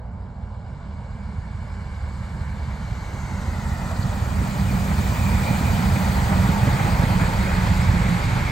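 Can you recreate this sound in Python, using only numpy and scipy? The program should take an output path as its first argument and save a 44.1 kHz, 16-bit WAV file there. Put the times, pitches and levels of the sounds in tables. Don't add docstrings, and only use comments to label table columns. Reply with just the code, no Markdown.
import sys
import numpy as np
from scipy import signal
from scipy.io import wavfile
from scipy.ndimage import uniform_filter1d

SR = 44100
rng = np.random.default_rng(int(sys.argv[2]) if len(sys.argv) > 2 else 0)


def pcm_store(signal):
    levels = np.round(np.clip(np.atleast_2d(signal), -1, 1) * 32767)
    wavfile.write(sys.argv[1], SR, levels.astype(np.int16).T)


N = 375291

# time_s, distance_loss_db, rumble_level_db, hiss_level_db
PASS = [(0, -18.5, -34.5, -67), (.7, -18, -34.5, -59), (1.5, -16.5, -32.5, -55), (2.1, -14.5, -34, -52),
        (2.5, -13, -27, -50.5), (3.05, -11, -31.5, -47), (3.55, -8, -27, -43.5), (4.3, -5.5, -21, -39.5),
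        (5, -3.5, -20, -34), (5.5, -1, -18.5, -32), (6.2, -.5, -19, -32), (6.9, 0.5, -20, -33.5),
        (7.8, -0.5, -21, -35.5), (8.51, -1, -24.5, -36)]
# time_s, pitch_factor
SINK = [(0, 1), (4.3, .9972), (5.3, .985), (6.8, .978), (8, .954), (8.51, .9515)]
ENGINE_HZ, IDLER_HZ = 20.92, 35.55
# multiple, mean_level_db (before distance loss), swing_db, period_s, crest_s
BEATS = [(2, -33.5, 3.5, 5, 7.4), (3, -34, 3.5, 2.4, 7.55), (4, -33.5, 4.5, 1.97, 7.53)]
# multiple, level_db (over multiple 4)
ENGINE_UPPER = [(5, -8), (6, -6), (11, -12)]
ENGINE_SHARE, IDLER_DB, IDLER_SHARE = 0.81, -38, 0.49

# time_s, rate_hz (thuds a second)
SLEEPER_RATE = [(0, 19.32), (1, 18.73), (2, 18.19), (3, 17.85), (5.5, 17.46), (6, 17.23), (7, 16.65),
                (8.1, 16.12), (8.51, 15.8)]
# freq_hz, level_db
THUD = [(35, -34), (55, -3), (75, 4), (130, 2), (165, -3), (203, 4.5), (222, -15), (240, -9), (300, -10.5),
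        (350, -22)]
# time_s, level_db
HUM = [(0, -61.5), (2.1, -46.5), (3, -59), (4.6, -37), (6, -33), (6.9, -33), (7.25, -30), (7.55, -29.5),
       (7.8, -29), (8.15, -21), (8.27, -49), (8.51, -35)]
THUD_DB, THUD_SHARE = -41.5, 0.39
DULL_PER_DB = 1.5

# centre_s, level_db, pitch_hz
THUMPS = [(0.204, -22, 84.5), (0.433, -22, 74.6), (1.15, -22.5, 99), (1.383, -18.5, 88.5), (1.549, -21, 87),
          (1.651, -23, 99), (1.819, -24, 95), (2.039, -21, 89), (2.207, -18.5, 106), (2.415, -20, 108),
          (2.544, -19, 107), (2.685, -16, 100), (2.921, -18, 91), (3.381, -19.5, 78), (3.48, -15, 80),
          (3.72, -18.5, 100), (3.993, -15, 98), (4.053, -10.5, 95), (4.225, -14.5, 85), (4.294, -19, 93),
          (4.392, -14, 89.5), (4.598, -15, 118), (4.646, -12.5, 92), (4.752, -11, 155), (4.99, -16, 85.6),
          (5.095, -16, 100), (5.35, -13, 109), (5.512, -12, 174), (5.625, -15.5, 130), (5.704, -11, 85.5),
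          (5.794, -9.5, 140), (5.869, -11.5, 84), (5.971, -11.5, 125), (6.229, -10, 103), (6.32, -8.5, 145),
          (6.402, -16.5, 102), (6.456, -10.5, 98), (6.496, -6, 137), (6.634, -10.5, 117),
          (6.677, -8.5, 123), (6.752, -15, 121), (6.811, -13.5, 133), (6.85, -8, 111), (6.933, -11, 105),
          (6.998, -9, 108), (7.038, -8.5, 141), (7.109, -12.5, 98), (7.174, -13, 128), (7.216, -9.5, 112),
          (7.583, -12.5, 115), (7.707, -10, 92), (7.796, -12, 118), (7.893, -11.5, 95.5), (8.091, -11, 125)]
STRAY_DB, STRAY_HZ, STRAY_SHARE = -20, 102, 1

# start_s, level_db, pitch_hz
KNOCKS = [(3.348, -28, 245), (3.911, -21.5, 657), (4.081, -28, 242), (4.415, -17.5, 240), (4.708, -20, 243),
          (4.887, -24, 250), (5.1, -22, 242), (5.61, -17.5, 261), (5.79, -20, 242), (5.959, -22, 288),
          (6.305, -19, 240), (6.487, -17, 250), (6.67, -12.5, 266), (6.739, -23, 241), (6.838, -22, 276),
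          (7.03, -19, 240), (7.203, -20, 279), (7.301, -30, 287), (7.453, -30, 245), (7.948, -26, 355),
          (8.13, -33, 250)]
# pitch_ratio, level_db
KNOCK_MODES = [(1, 0), (1.7, -11), (2.6, -28)]
KNOCK_RISE_S, KNOCK_T60_S = 0.0025, 0.063

# freq_hz, density_db (per Hz)
FAR = [(200, -32), (300, -17), (400, 0.5), (600, 5), (850, 3), (1200, -3), (1600, -9.5), (1900, -13.5),
       (2300, -16), (2600, -23), (3000, -42), (3800, -98)]
NEAR = [(200, -4.5), (300, -1.5), (400, -6.5), (560, -2), (700, -3.5), (900, 0), (1200, -2.5), (1600, -4),
        (2000, -5), (2450, -6.5), (2800, -20), (3800, -32)]
# time_s, near_share (0-1)
OPEN = [(.5, 0), (1.5, 0.67), (3.2, 0.83), (4.1, 0.65), (5.5, 0.7), (8.51, 0.97)]
ROAR_DB = -25
# centre_s, change_db
SURGES = [(4.92, 3.5), (5.21, -1), (6.18, 2), (6.2, -3), (6.33, 2.5), (6.375, 0), (6.48, 0), (6.6, 1),
          (6.68, 1.5), (6.8, 3.5), (7.03, 2), (7.08, -0.5), (7.18, -3), (7.21, 1.5), (8.27, -3.5)]
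SURGE_S = 0.013
# centre_s, lift_db, half_length_s
TICKS = [(3.916, 3, 0.0037), (6.81, 0.5, .008), (7.672, 2.5, 0.0071)]

# freq_hz, width_hz, lift_db
RING_LINES = [(578, 25, 13), (835, 14, 9), (939, 11, 11), (1016, 14, 6.5)]
RING_HZ, RING_DB, RING_SHARE = 875, -41.5, 0.83
RING_SWELL_DB, RING_SWELL_S, RING_SWELL_LENGTH_S = 9.5, 6.63, 1.6

# freq_hz, density_db (per Hz)
HISS_TONE = [(2300, -18), (2750, 0.5), (3600, -0.5), (4700, 0), (5400, -6), (7200, -2), (8800, -3),
             (10000, -25), (11500, 1), (13500, -37), (15000, -1)]
# time_s, lift_db
TREBLE = [(0, 10.5), (1, 6.5), (2.3, 4.5), (2.7, 0), (3.3, 2), (3.7, 3), (4.1, 1), (5, 0.5), (6.5, -2),
          (8.51, -2)]
TREBLE_HZ = 5100
# time_s, change_db
DIP = [(0, -11), (1, -9.5), (2.4, -5), (3.2, 5), (3.7, 1), (4.1, 0.5), (8.51, 0)]
DIP_HZ, DIP_WIDTH_HZ = 6240, 510
ABREAST_S, AIR_DB_PER_S2 = 5.89, 0.89

# time_s, centre_hz, level_db
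SIZZLE = [(0, 2260, -72), (1.2, 2250, -58), (2, 2200, -58), (2.9, 2200, -56), (3.2, 2120, -50),
          (3.45, 1960, -47), (3.7, 1900, -44), (4.2, 1900, -62), (4.6, 2350, -46.5), (5.1, 2350, -40.5),
          (5.65, 2380, -38), (6.05, 2420, -45), (6.35, 2140, -50), (7, 2130, -45), (7.7, 2140, -39),
          (8.51, 2220, -36)]
# centre_s, level_db, centre_hz, half_length_s
CLATTER = [(3.915, -52, 10900, .008), (3.918, -47, 8300, 0.011), (3.97, -50, 4500, .008),
           (4.028, -49, 4400, .014), (5.79, -38, 2400, .01), (5.965, -33, 2300, 0.0086),
           (6.735, -46, 4500, .008), (7.563, -38, 2300, .008), (8.228, -39, 2300, .008)]

# freq_hz, density_db (per Hz)
RUMBLE_TONE = [(22, -40), (34, -31), (50, -23), (62, 5), (91, 2.5), (130, 0.5), (200, -4), (235, -8.5),
               (287, -21), (350, -24.5), (500, -94)]
SWELL_HZ, SWELL_DB, SWELL_S, SWELL_LENGTH_S = 146, 7, 2.32, 1
BOOM_HZ, BOOM_DB, BOOM_SHARE = 194.1, -27, 0.95
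BOOM_SAG_S, BOOM_SAG_HZ_PER_S = 5.7, 6.5
# centre_s, change_db, centre_hz
LOW_SWELLS = [(4.14, -5, 190), (4.4, 2, 65), (4.51, -7, 80), (4.6, 7, 194), (4.65, 1.5, 85), (4.92, 3, 148),
              (4.94, -2, 80), (5.16, -6, 190), (5.59, -8, 85), (5.82, -8, 90), (5.88, 3, 85), (6.1, -2, 90),
              (6.55, -3.5, 190), (7.34, -4.5, 190), (7.46, -0.5, 85), (7.6, 8.5, 110), (7.7, 2, 70),
              (7.87, 8, 80), (8.1, -1, 80), (8.24, 0, 190), (8.3, 9, 110)]
LOW_SWELL_S, LOW_SWELL_WIDTH = 0.039, 0.17

# time_s, spacing_hz, strength (0-1)
NOTCHES = [(0, 625, 0.3), (1.5, 640, 0.43), (3, 642, 0.25), (3.6, 550, 0.46), (4.2, 538, 0.2),
           (5.2, 546, 0.3), (6.3, 560, 0.1), (8.51, 594, 0.07)]
# freq_hz, width_hz, change_db
FAR_COLOUR = [(2250, 50, 3.5), (2510, 110, -8), (3420, 180, -3.5), (4170, 200, 1.5)]
FAR_GLIDE = .2
# start_s, end_s
TURN_S = (3.3, 4.4)
# freq_hz, likeness (0-1)
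SAME_FAR = [(100, .99), (400, .95), (750, .75), (1100, .85), (1500, .9), (2000, .7), (2500, .62),
            (3500, .85), (5000, .78), (7000, .75), (8300, .6), (9000, 0)]
SAME_NEAR = [(100, .99), (400, .96), (800, .85), (1100, .76), (1500, .5), (1850, .3), (2200, .6),
             (2500, .72), (3500, .65), (5000, .6), (7000, .68), (8300, .55), (9000, 0)]
# freq_hz, left_minus_right_db
TILT_FAR = [(60, -2), (250, -4), (450, -0.5), (750, -4), (1200, 2), (1600, -4), (1950, 2.5), (2300, -3),
            (2700, 4.5), (5000, 1.5), (7000, 0)]
TILT_NEAR = [(60, -2), (250, -4.5), (500, -1), (1100, 1.5), (1500, -1), (1850, -5.5), (2300, -2),
             (3000, 3.5), (5000, 3), (7000, -1), (9000, 0)]
# freq_hz, left_lead_rad
LEAD_FAR = [(60, .1), (500, .15), (800, .6), (1100, .4), (1500, .7), (2000, 1.2), (2500, 1.4), (3500, .5),
            (5000, .1), (7000, .4)]
LEAD_NEAR = [(60, .1), (300, .45), (800, 1.2), (1100, 1.5), (1550, 1.3), (2000, -.7), (2500, .8),
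             (3500, .5), (5000, .2), (7000, .4)]
MIC_LOW_HZ, EDGE_HZ = 32.4, 15800


def engines():
    t = np.arange(N) / SR
    sink, = curves(SINK, t)
    orders = []
    for k, db, swing_db, period, crest in BEATS:
        swing = swing_db * np.cos(2 * np.pi * (t - crest) / period)
        orders.append((round(k), db + ENGINE_SHARE * loss(t) + swing))
    fourth_db = orders[-1][1]
    orders += [(k, fourth_db + db) for k, db in ENGINE_UPPER]
    fast = tones(ENGINE_HZ * sink, orders, waver_db=1.5, wobble=.002, scatter=.1)
    idler = [(1, IDLER_DB + IDLER_SHARE * loss(t))]
    return fast + tones(IDLER_HZ * sink, idler, waver_db=1.5, wobble=.002, scatter=.05)


def sleepers():
    t = np.arange(N) / SR
    hz, = curves(SLEEPER_RATE, t)
    db = THUD_DB + THUD_SHARE * loss(t)
    dull_db = -DULL_PER_DB * loss(t)
    levels = {k: db + read(THUD, k * hz) - dull_db * (k * hz / 100 - 1) for k in range(2, 18)}
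    del levels[11]
    hum = tones(hz, [(11, curves(HUM, t)[0])], waver_db=1, wobble=.001, scatter=.1)
    return hum + tones(hz, levels.items(), waver_db=3.5, wobble=.002, scatter=.12)


def thumps():
    out, t = np.zeros(N + SR), np.arange(-1000, 2000) / SR
    when, pitch = rng.random((13, 2)).T
    when = .1 + when * (N / SR - .1)
    stray = zip(when, STRAY_DB + STRAY_SHARE * loss(when), STRAY_HZ * (.9 + .2 * pitch))
    for s, db, hz in [*THUMPS, *stray]:
        span = np.where(t < 0, .5, .75) / hz
        pulse = np.exp(-(t / span) ** 2) * np.sin(2 * np.pi * hz * t)
        out[round(s * SR) - 1000:][:len(t)] += amp(db) * pulse
    return out[:N]


def knocks():
    out, t = np.zeros(N + SR), np.arange(3000) / SR
    rise = np.minimum(t / KNOCK_RISE_S, 1)
    for s, db, hz in KNOCKS:
        ring = sum(amp(mode_db) * np.sin(2 * np.pi * ratio * hz * t) for ratio, mode_db in KNOCK_MODES)
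        out[round(s * SR):][:len(t)] += amp(db - 60 * t / KNOCK_T60_S) * rise * ring
    return out[:N]


def rolling():
    hz, t = grid(size=1024)
    near = np.clip(curves(OPEN, t)[0], 0, 1.3)
    tone_db = read(FAR, hz) * (1 - near) + read(NEAR, hz) * near
    shape_db = tone_db + notches(hz, t) + far_colour(hz, t)
    roar = noise(shape_db, ROAR_DB + loss(t), size=1024, patchy_db=.9, flicker_db=.4)
    return roar + rail_ring()


def rail_ring():
    hz, t = grid(size=2048)
    sink, = curves(SINK, t)
    swell_db = RING_SWELL_DB * moment(t, RING_SWELL_S, RING_SWELL_LENGTH_S)
    ring_db = RING_DB + RING_SHARE * loss(t) + swell_db
    strands_db = sum(db * amp(hump(hz, f * sink, width)) for f, width, db in RING_LINES)
    tone_db = hump(hz, RING_HZ * sink, width_hz=166) + strands_db
    return noise(tone_db, ring_db, size=2048, patchy_db=.7, flicker_db=0.3)


def jolts(x, over_db, length):
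    t = np.arange(N) / SR
    return x * amp(sum(over_db * moment(t, s, length) for s, _, _ in THUMPS))


def surges(x):
    t = np.arange(N) / SR
    return x * amp(sum(db * moment(t, s, SURGE_S) for s, db in SURGES))


def ticks(x):
    t = np.arange(N) / SR
    return x * amp(sum(db * moment(t, s, length) for s, db, length in TICKS))


def hiss():
    hz, t = grid(size=512)
    air_db = AIR_DB_PER_S2 * (t - ABREAST_S) ** 2 * (hz / 10000) ** 2
    treble_db = curves(TREBLE, t)[0] / (1 + (TREBLE_HZ / (hz + 1)) ** 10)
    dip_db = curves(DIP, t)[0] * amp(hump(hz, DIP_HZ, DIP_WIDTH_HZ))
    shape_db = read(HISS_TONE, hz) - air_db + notches(hz, t) + far_colour(hz, t) + treble_db + dip_db
    return noise(shape_db, curves(PASS, t)[2], size=512, patchy_db=1.5, flicker_db=0.2)


def sizzle():
    hz, t = grid(size=512)
    centre_hz, db = curves(SIZZLE, t)
    shape_db = 2 * hump(hz, centre_hz, width_hz=200) + far_colour(hz, t)
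    return noise(shape_db, db, size=512, patchy_db=2.2, flicker_db=.8)


def clatter():
    hz, t = grid(size=256)
    power = 1e-14
    for s, db, centre_hz, length in CLATTER:
        band_db = db + 2 * hump(hz, centre_hz, 0.12 * centre_hz)
        power = power + amp(band_db) ** 2 * moment(t, s, length) ** 2
    level_db = 10 * np.log10(power.max(0))
    return noise(10 * np.log10(power), level_db, size=256, patchy_db=4.5, flicker_db=-4.5)


def rumble():
    hz, t = grid(size=2048)
    boom_hz = BOOM_HZ - BOOM_SAG_HZ_PER_S * np.maximum(t - BOOM_SAG_S, 0)
    boom_db = BOOM_DB + BOOM_SHARE * loss(t)
    swell_db = SWELL_DB * moment(t, SWELL_S, SWELL_LENGTH_S) * amp(hump(hz, SWELL_HZ, width_hz=20))
    shape_db = read(RUMBLE_TONE, hz) + swell_db
    body = noise(shape_db, curves(PASS, t)[1], size=2048, patchy_db=.8, flicker_db=.4)
    boom_shape_db = hump(hz, boom_hz, width_hz=6)
    return body + noise(boom_shape_db, boom_db, size=2048, patchy_db=.8, flicker_db=.8)


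def low_swells(x):
    z = signal.stft(x, nperseg=2048, noverlap=1536)[2]
    hz, t = grid(size=2048)
    t = t[:z.shape[-1]]
    over_db = sum(db * moment(t, s, LOW_SWELL_S) * amp(hump(hz, centre_hz, LOW_SWELL_WIDTH * centre_hz))
                  for s, db, centre_hz in LOW_SWELLS)
    return signal.istft(z * amp(over_db), nperseg=2048, noverlap=1536)[1][:, :N]


def loss(t):
    return curves(PASS, t)[0]


def notches(hz, t):
    spacing_hz, strength = np.clip(curves(NOTCHES, t), 0, [[SR], [.95]])
    strength = strength * amp(hump(hz, centre_hz=2150, width_hz=1260))
    return 20 * np.log10(abs(1 - strength * np.exp(-2j * np.pi * hz / spacing_hz)))


def far_colour(hz, t):
    near = np.interp(t, TURN_S, (0, 1))
    colour_db = sum(db * amp(hump(hz, f * (1 - FAR_GLIDE * near), width)) for f, width, db in FAR_COLOUR)
    return (1 - near ** 2) * colour_db


def pair(z, other, size):
    hz, t = grid(size)
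    near = np.interp(t[:z.shape[1]], TURN_S, (0, 1))

    def between(far_points, near_points):
        return read(far_points, hz) * (1 - near) + read(near_points, hz) * near

    same = np.clip(between(SAME_FAR, SAME_NEAR), 0, 1)
    half_tilt = amp(between(TILT_FAR, TILT_NEAR) / 2)
    left = z * half_tilt * np.exp(1j * between(LEAD_FAR, LEAD_NEAR))
    right = (same * z + np.sqrt(1 - same ** 2) * other) / half_tilt
    return signal.istft(np.array([left, right]), nperseg=size, noverlap=3 * size // 4)[1][:, :N]


def noise(shape_db, level_db, size, patchy_db, flicker_db):
    a, b, c, d, patches = rng.standard_normal(shape_db.shape[::-1] + (5,)).T
    patches = uniform_filter1d(patches, size=7, axis=0)
    patches = evened(uniform_filter1d(patches, size=12, axis=1))
    flicker = evened(uniform_filter1d(rng.standard_normal(len(level_db)), size=8))
    shape = amp(shape_db)
    shape = shape / np.sqrt((shape ** 2).sum(0))
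    gain = shape * amp(level_db + patchy_db * patches + flicker_db * flicker)
    return pair(gain * (a + 1j * b), gain * (c + 1j * d), size) * np.sqrt(2 / 3)


def tones(hz, levels, waver_db, wobble, scatter):
    turns = np.cumsum(hz * (1 + wobble * drift(top_hz=6))) / SR
    out = np.zeros(N)
    for k, db in levels:
        level = np.sqrt(2) * amp(db + waver_db * drift(top_hz=4))
        out += level * np.sin(2 * np.pi * (k * turns + scatter * drift(top_hz=1.186)))
    return out


def drift(top_hz):
    t = np.arange(0, N + 64, 64) / SR
    rates_hz = np.geomspace(.2, top_hz, num=24)
    slow = sum(np.sin(2 * np.pi * (f * t + rng.random())) / np.sqrt(f) for f in rates_hz)
    return np.interp(np.arange(N) / SR, t, evened(slow))


def moment(t, centre_s, length_s):
    return np.exp(-((t - centre_s) / length_s) ** 2)


def hump(hz, centre_hz, width_hz):
    return -20 * np.log10(1 + ((hz - centre_hz) / width_hz) ** 2)


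def amp(db):
    return 10 ** (np.asarray(db) / 20)


def evened(x):
    return x / np.sqrt(np.mean(abs(x) ** 2) + 1e-20)


def read(points, hz):
    f, value = np.transpose(points)
    return np.interp(np.log(hz + 1), np.log(f + 1), value)


def curves(rows, t):
    s, *columns = np.transpose(rows)
    return [np.interp(t, s, c) for c in columns]


def grid(size):
    return np.fft.rfftfreq(size, 1 / SR)[:, None], np.arange(4 * N // size + 6) * size / 4 / SR


def scene():
    tonal = engines() + sleepers() + thumps() + knocks()
    z = signal.stft(tonal, nperseg=2048, noverlap=1536)[2]
    low = low_swells(pair(z, 1j * z, size=2048) + rumble())
    roar = surges(jolts(rolling(), over_db=0.3, length=0.0043))
    return low + ticks(roar + hiss()) + sizzle() + clatter()


def record(dry):
    rolled = signal.sosfilt(signal.butter(4, MIC_LOW_HZ, "high", fs=SR, output="sos"), dry)
    band_limit = signal.firwin(511, EDGE_HZ, window=("kaiser", 9), fs=SR)
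    return signal.oaconvolve(rolled, band_limit[None], "same")


dry = scene()
out = record(dry)
pcm_store(out)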